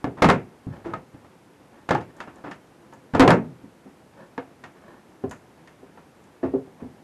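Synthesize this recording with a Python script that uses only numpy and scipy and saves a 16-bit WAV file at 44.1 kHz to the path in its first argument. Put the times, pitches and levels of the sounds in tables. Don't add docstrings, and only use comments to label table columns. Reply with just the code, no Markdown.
import sys
import numpy as np
from scipy import signal
from scipy.fft import rfft, irfft
from scipy.io import wavfile

SR = 44100
rng = np.random.default_rng(int(sys.argv[2]) if len(sys.argv) > 2 else 0)


def waveform_to_disk(signal):
    frames = np.transpose(np.atleast_2d(signal))
    scaled = np.clip(frames, -1, 1) * 32767
    samples = np.round(scaled).astype(np.int16)
    wavfile.write(sys.argv[1], SR, samples)


N = 310208
RING = int(.6 * SR)
ATTACK = int(.03 * SR)
AGE_S = np.arange(RING) / SR
TIME_S = np.arange(N) / SR


def undb(db):
    return 10 ** (np.asarray(db) / 20)


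def read(points, hz):
    point_hz, value = np.transpose(points)
    return np.interp(np.log(np.maximum(hz, 1)), np.log(point_hz), value)


def colour(x, points):
    gain = undb(read(points, np.fft.rfftfreq(len(x), 1 / SR)))
    y = irfft(rfft(x) * gain, len(x))
    return y / y.std()


def fade(t60_s):
    return np.exp(-np.log(1000) * AGE_S / t60_s)


def onset(rise_s):
    return 1 - np.exp(-AGE_S / rise_s) * (1 + AGE_S / rise_s)


def unit(x):
    return x / np.sqrt(np.mean(x[..., :ATTACK] ** 2, axis=-1, keepdims=True))


def walk(points_per_s, size):
    steps = np.arange(size) * points_per_s / SR
    count = int(steps[-1]) + 2
    return 1.02 * np.interp(steps, np.arange(count), rng.standard_normal(count))


def add(out, start_s, x):
    i = max(int(start_s * SR), 0)
    out[i:i + len(x)] += x[:N - i]



BAR_OUT_S, BAR_THUMP_DB = 0.92, 5.5
REBOUND_S, REBOUND_DB = 0.028, -8.5
# start in seconds, level in dB, rise in ms, hardness in dB and
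# sheet ring in dB (both relative to level), lowest mode of the freed span in Hz.
BREAKS = [ (0.0423, -26, 0.6, -5, -2, 279), (0.219, -15, 4.6, 4, -2.5, 277.8),
          (0.243, -18, 1.1, 3, -4, 234.3), (0.287, -19, 2, 3.5, -0.5, 1088),
          (0.299, -21, 0.41, 7.5, -2, 532.4), (0.855, -40, 9.2, -2.5, 8.5, 334.7),
          (1.888, -32, 2.2, 6.5, -4, 897), (1.907, -18.5, 0.86, -0.5, -6, 334),
          (1.949, -27.5, 0.36, -1, 2, 833), (3.147, -19, 3, -5.5, -5.5, 233),
          (3.196, -6.5, 0.5, -0.5, 11, 269.1), (3.276, -7, 2.3, -4.5, -6, 267.7),
          (3.304, -18, 0.8, 6.5, -6.5, 274), ]


def breaks(thump_db=-6, splinter_db=-6, rebound_share=0.43, rebound_rise_ms=2.1,
           rebound_crack_db=-16, rebound_splinter_db=-20, rebound_ring_db=-1):
    hits = []
    for s, db, rise_ms, hard_db, ring_db, hz in BREAKS:
        push_db = thump_db + BAR_THUMP_DB * (s < BAR_OUT_S)
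        hits.append((s, db, rise_ms, push_db, hard_db, hard_db + splinter_db, [(hz, ring_db)]))
        rebound_db = db + REBOUND_DB + rebound_share * ring_db
        hits.append((s + REBOUND_S, rebound_db, rebound_rise_ms, push_db,
                     rebound_crack_db, rebound_splinter_db, [(hz, rebound_ring_db)]))
    return hits


def rattles(above_db=-12, delay_s=0.17, gap_s=0.045, uneven_s=0.01225, level_db=-40, loss_db=11, count=4,
            rise_ms=4, thump_db=9, crack_db=-11, splinter_db=-12, ring_db=9, span_hz=240):
    hits = []
    for s, db, *_ in BREAKS:
        if db <= above_db:
            continue
        for k in range(count):
            bump_s = s + delay_s + k * gap_s + uneven_s * rng.standard_normal()
            bump_db = db + level_db - k * loss_db
            hits.append((bump_s, bump_db, rise_ms, thump_db, crack_db, splinter_db, [(span_hz, ring_db)]))
    return hits


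# start in seconds, level in dB, rise in ms, wall thump in dB and
# hardness in dB (both relative to level), lowest mode of the span beyond the stud in Hz.
KNOCKS = [ (0.666, -45, 2.6, 20.5, -12, 103), (1.141, -58, 2.8, 18, -2, 322),
          (3.135, -37.5, 3.8, 16.5, 7.5, 217), (3.634, -52.5, 2.8, 5.5, -33, 209),
          (3.853, -56, 9.3, -6, -4, 194), (4.378, -40, 0.67, -5.5, 8.5, 479),
          (5.237, -36.5, 2.1, 4.5, -10, 392), (5.828, -56, 2.4, 0, -7, 393),
          (6.428, -31.5, 9.9, -2, -7.5, 345.5), (6.534, -30.5, 8.6, -9, -19, 394),
          (6.673, -57, 2.2, -3, -8, 392), (6.818, -44.5, 11, 6.5, -15, 245), ]


def knocks(splinter_db=-12, sheet_hz=265.4, whole_ring_db=7, beyond_ring_db=6):
    return [(s, db, rise_ms, thump_db, hard_db, hard_db + splinter_db,
             [(sheet_hz, whole_ring_db), (hz, beyond_ring_db)])
            for s, db, rise_ms, thump_db, hard_db, hz in KNOCKS]


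# start in seconds, level in dB, rise in ms.
CRUNCHES = [(0.167, -43, 16), (0.842, -44, 9.3), (0.893, -45.5, 7.4), (1.245, -55, 2.3),
            (2.272, -45.5, 3.5), (2.438, -41, 9.5), (2.468, -43.5, 6.7), (6.793, -53, 13)]


def crunches(thump_db=-3, crack_db=4, splinter_db=-9, ring_hz=290, ring_db=-4):
    return [(s, db, rise_ms, thump_db + BAR_THUMP_DB * (s < BAR_OUT_S), crack_db, splinter_db,
             [(ring_hz, ring_db)])
            for s, db, rise_ms in CRUNCHES]


# start in seconds, level in dB, hardness in dB relative to level,
# lowest mode of the stub in Hz.
SNAPS = [(0.934, -35, 2, 1270), (2.005, -52.5, 11, 900), (2.202, -43, 10.5, 1410), (2.511, -49, 13, 1786),
         (2.924, -51.5, 3, 905), (4.637, -50, 11.5, 1875), (5.31, -45.5, 7.5, 998),
         (5.673, -67.5, 20, 1820), (5.973, -53, 2, 946)]


def snaps(rise_ms=2.05, thump_db=-4, splinter_db=-10, splinter_growth=1.56, ring_db=0):
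    return [(s, db, rise_ms, thump_db, hard_db, splinter_db + splinter_growth * hard_db, [(hz, ring_db)])
            for s, db, hard_db, hz in SNAPS]


# frequency in Hz, level in dB, t60 in seconds, at a lowest mode of the first row's frequency.
SHEET_MODES = [(270, 0, .23), (292, -11, .26), (388, -11, .26), (452, -14, .25), (512, -8, .17),
               (712, -18, .22), (925, -19, .16), (1290, -26, .14), (1690, -32, .12)]


def boom(pitch_hz, rise_s, contact, swing_s=0.0017, scatter_db=2.0, first_t60_s=0.045, linger=0.27,
         radiate_hz=2200, stub_damping=0.48):
    hz, db, t60_s = np.transpose(SHEET_MODES)[:, :, None]
    weight, detune, phase = rng.standard_normal((3, len(hz), 1))
    t60_s = t60_s * (hz[0] / pitch_hz) ** stub_damping
    hz = hz * pitch_hz / hz[0] * (1 + 0.0036 * detune)
    size = undb(db + read(contact, hz) + scatter_db * weight) / (1 + (hz / radiate_hz) ** 2)
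    modes = size * fade(t60_s) * np.sin(2 * np.pi * (hz * AGE_S + phase))
    swing = onset(rise_s + swing_s) * (fade(first_t60_s) + linger)
    return unit(modes.sum(axis=0) * swing)


BANDS_HZ = 35 * 2 ** (np.arange(18) / 2)


def board_bands(size=2 ** 17):
    spectrum = rfft(rng.standard_normal(size))
    hz = np.fft.rfftfreq(size, 1 / SR)
    distance = np.clip(2 * np.log2(np.maximum(hz, 1) / BANDS_HZ[:, None]), -1, 1)
    return irfft(spectrum * np.cos(np.pi / 2 * distance) ** 2, size)


# frequency in Hz, relative band level in dB.
BOARD_COLOUR = [(35, -36), (70, -12), (140, -3.5), (280, -2), (560, -3), (900, 0.5), (1500, -7.5),
                (2260, -11), (3400, -15), (4800, -17), (8000, -19), (12500, -44.5)]
# frequency in Hz, relative level in dB, t60 in seconds.
WOOD_MODES = [(78, -24, .3), (124, -11, .38), (140, -16, .28), (214, -10, .32), (464, -11, .25),
              (511, -6, .22), (678, -10, .22), (716, -7, .22), (800, -8, .1), (850, -7, .12),
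              (930, -6, .18), (1062, -9, .18), (1105, -10, .16), (1271, -7, .18), (1350, -9, .18),
              (1432, -11, .16), (1510, -11, .15), (1580, -11, .16), (1722, -8, .17), (1805, -12, .16),
              (2108, -14, .16), (2180, -16, .18), (2612, -21, .16), (2715, -21, .11), (2880, -19, .16),
              (3080, -19, .08), (4050, -26, .12), (4400, -27, .12)]
# frequency in Hz, t60 in seconds.
ROOM_T60 = [(60, 0.28), (160, 0.36), (420, 0.3), (1100, 0.18), (2500, 0.25), (4000, 0.14), (8000, 0.17)]


def blows(hits, crumble_db=4, crumble_per_s=700, crumble_t60_s=0.22, board_db=-6, wood_db=-3, scatter_db=3.0,
          board_t60_s=0.022, treble_t60_s=0.014, room_db=-9, room_treble_db=-10.5):
    out, bands = np.zeros(N), board_bands()
    band_t60_s = read([(500, board_t60_s), (6000, treble_t60_s)], BANDS_HZ)[:, None]
    band_room_db = read([(700, room_db), (3500, room_treble_db)], BANDS_HZ)[:, None]
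    room = undb(band_room_db) * fade(read(ROOM_T60, BANDS_HZ)[:, None])
    decay = fade(band_t60_s) + room
    ragged = np.clip(BANDS_HZ / 2500, 0, 1)[:, None]
    wood_hz, mode_db, wood_t60_s = np.transpose(WOOD_MODES)
    wood_rings = fade(wood_t60_s[:, None]) * np.exp(2j * np.pi * wood_hz[:, None] * AGE_S)
    for s, db, rise_ms, thump_db, crack_db, splinter_db, spans in hits:
        rise_s = max(rise_ms, .1) / 2000
        start = int(rng.random() * (bands.shape[1] - RING))
        crumbs = undb(crumble_db * walk(crumble_per_s, RING) * fade(crumble_t60_s)) - 1
        ring = unit(bands[:, start:start + RING] * decay * onset(rise_s) * (1 + ragged * crumbs))
        contact = [(100, db + thump_db), (450, db), (1600, db + crack_db), (6000, db + splinter_db)]
        board = undb(board_db + read(BOARD_COLOUR, BANDS_HZ) + read(contact, BANDS_HZ)) @ ring
        weight, phase = rng.standard_normal((2, len(wood_hz)))
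        drive_db = wood_db + mode_db + read(contact, wood_hz) + scatter_db * weight
        drive = undb(drive_db) * np.exp(2j * np.pi * phase)
        wood = (drive @ wood_rings).imag * onset(rise_s)
        sheet = sum(undb(db + ring_db) * boom(hz, rise_s, contact) for hz, ring_db in spans)
        add(out, s, board + wood + sheet)
    return out


# frequency in Hz, relative level in dB per Hz.
SPLINTER_COLOUR = [(900, 18), (2000, 5), (4500, -3), (8000, -4), (12500, -22)]


def splinters(count=3, level_db=-4, gap_s=0.0049, loss_db=4, t60_s=0.0034, delay_rises=1.2):
    out = np.zeros(N)
    all_gaps = rng.exponential(size=(len(BREAKS), count))
    for (s, db, rise_ms, hard_db, *_), gaps in zip(BREAKS, all_gaps):
        first_s = s + delay_rises * rise_ms / 1000
        for k, after_s in enumerate(gap_s * (np.cumsum(gaps) - gaps[0])):
            click = colour(rng.standard_normal(ATTACK), SPLINTER_COLOUR) * fade(t60_s)[:ATTACK]
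            add(out, first_s + after_s, undb(db + hard_db + level_db - k * loss_db) * click)
    return out


# middle in seconds, half length (Gaussian sigma) in seconds, level in dB.
SCRAPES = [(0.761, 0.041, -46.5), (1.794, 0.044, -54.5), (2.103, 0.0077, -50), (2.19, 0.019, -47.5),
           (2.383, 0.034, -51), (4.216, 0.033, -47), (4.766, 0.015, -53), (4.92, 0.066, -48.5)]
# frequency in Hz, relative level in dB per Hz.
RUB_COLOUR = [(60, 5), (300, 15.5), (900, 5), (1500, 5), (3000, -13), (10000, -32.5)]


def scrapes(slips_per_s=2000, slip_db=4, smear_t60_s=0.06, creak_db=-6, hoarse_per_s=220, second_ratio=0.58,
            creak_hz=842, spread_octaves=0.22, glide_octaves_per_s=2.3):
    slips = (rng.random(N) < slips_per_s / SR) * rng.standard_normal(N)
    slips = slips * undb(slip_db * rng.standard_normal(N))
    smear = rng.standard_normal(RING) * fade(smear_t60_s)
    rubbed = colour(signal.fftconvolve(slips, smear)[:N], RUB_COLOUR)
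    hoarse_first, hoarse_second = walk(hoarse_per_s, N), walk(hoarse_per_s, N)
    out = np.zeros(N)
    for (s, half_s, db), (high, rising) in zip(SCRAPES, rng.standard_normal((len(SCRAPES), 2))):
        near = np.abs(TIME_S - s) < 4 * half_s
        t = TIME_S[near] - s
        hz = creak_hz * 2 ** (spread_octaves * high + glide_octaves_per_s * rising * t)
        phase = 2 * np.pi * np.cumsum(hz) / SR
        creak = hoarse_first[near] * np.sin(phase) + hoarse_second[near] * np.sin(second_ratio * phase)
        swell = np.exp(-.5 * (t / half_s) ** 2)
        out[near] += undb(db) * swell * (rubbed[near] + undb(creak_db) * creak)
    return out


# start in seconds, level in dB.
GRIT = [(2.167, -67), (2.358, -68), (2.936, -65.5), (5.295, -61), (5.311, -52), (6.24, -71)]
# frequency in Hz, relative level in dB per Hz.
GRIT_COLOUR = [(2000, -29), (5500, -12), (6500, -3), (7100, -1), (7900, -9), (12500, -22)]


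def grit(t60_s=0.018, room_db=-13, room_t60_s=.25):
    out = np.zeros(N)
    decay = fade(t60_s) + undb(room_db) * fade(room_t60_s)
    for s, db in GRIT:
        click = colour(rng.standard_normal(RING), GRIT_COLOUR) * decay
        add(out, s, undb(db) * unit(click))
    return out


# frequency in Hz, relative level in dB, t60 in seconds.
BAR_MODES = [(1720, 9, 0.1), (1870, -5, 0.39), (2680, -10, .3), (4600, -21, .15)]


def bar(touch_s=6.430, level_db=-47.5):
    ring = sum(undb(db) * fade(t60_s) * np.sin(2 * np.pi * hz * AGE_S) for hz, db, t60_s in BAR_MODES)
    out = np.zeros(N)
    add(out, touch_s, undb(level_db) * unit(ring))
    return out


# frequency in Hz, relative level in dB per Hz.
AIR_COLOUR = [(18, -55), (30, -35), (62, -11.5), (155, -4), (330, -3.5), (394, -6.5), (458, -7.5),
              (520, -7), (561, -10.5), (861, -11), (1200, -16), (1700, -18.5), (4010, -29.5),
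              (12500, -35.5), (16200, -69), (22000, -120)]


def air(level_db=-53, waver_db=1, waver_per_s=27, low_hz=1500):
    noise = colour(rng.standard_normal(N), AIR_COLOUR)
    low = signal.sosfilt(signal.butter(1, low_hz, fs=SR, output="sos"), noise)
    waver = undb(waver_db * walk(waver_per_s, N)) - 1
    return undb(level_db) * (noise + low * waver)


def scene():
    hits = breaks() + rattles() + knocks() + crunches() + snaps()
    return (blows(hits) + splinters() + scrapes() + grit() + bar() + air())[None]


def record(dry, ceiling=.405, knee=10, top_hz=12900):
    clipped = dry / (1 + np.abs(dry / ceiling) ** knee) ** (1 / knee)
    return signal.sosfilt(signal.ellip(10, .1, 80, top_hz, fs=SR, output="sos"), clipped)


dry = scene()
out = record(dry)
waveform_to_disk(out)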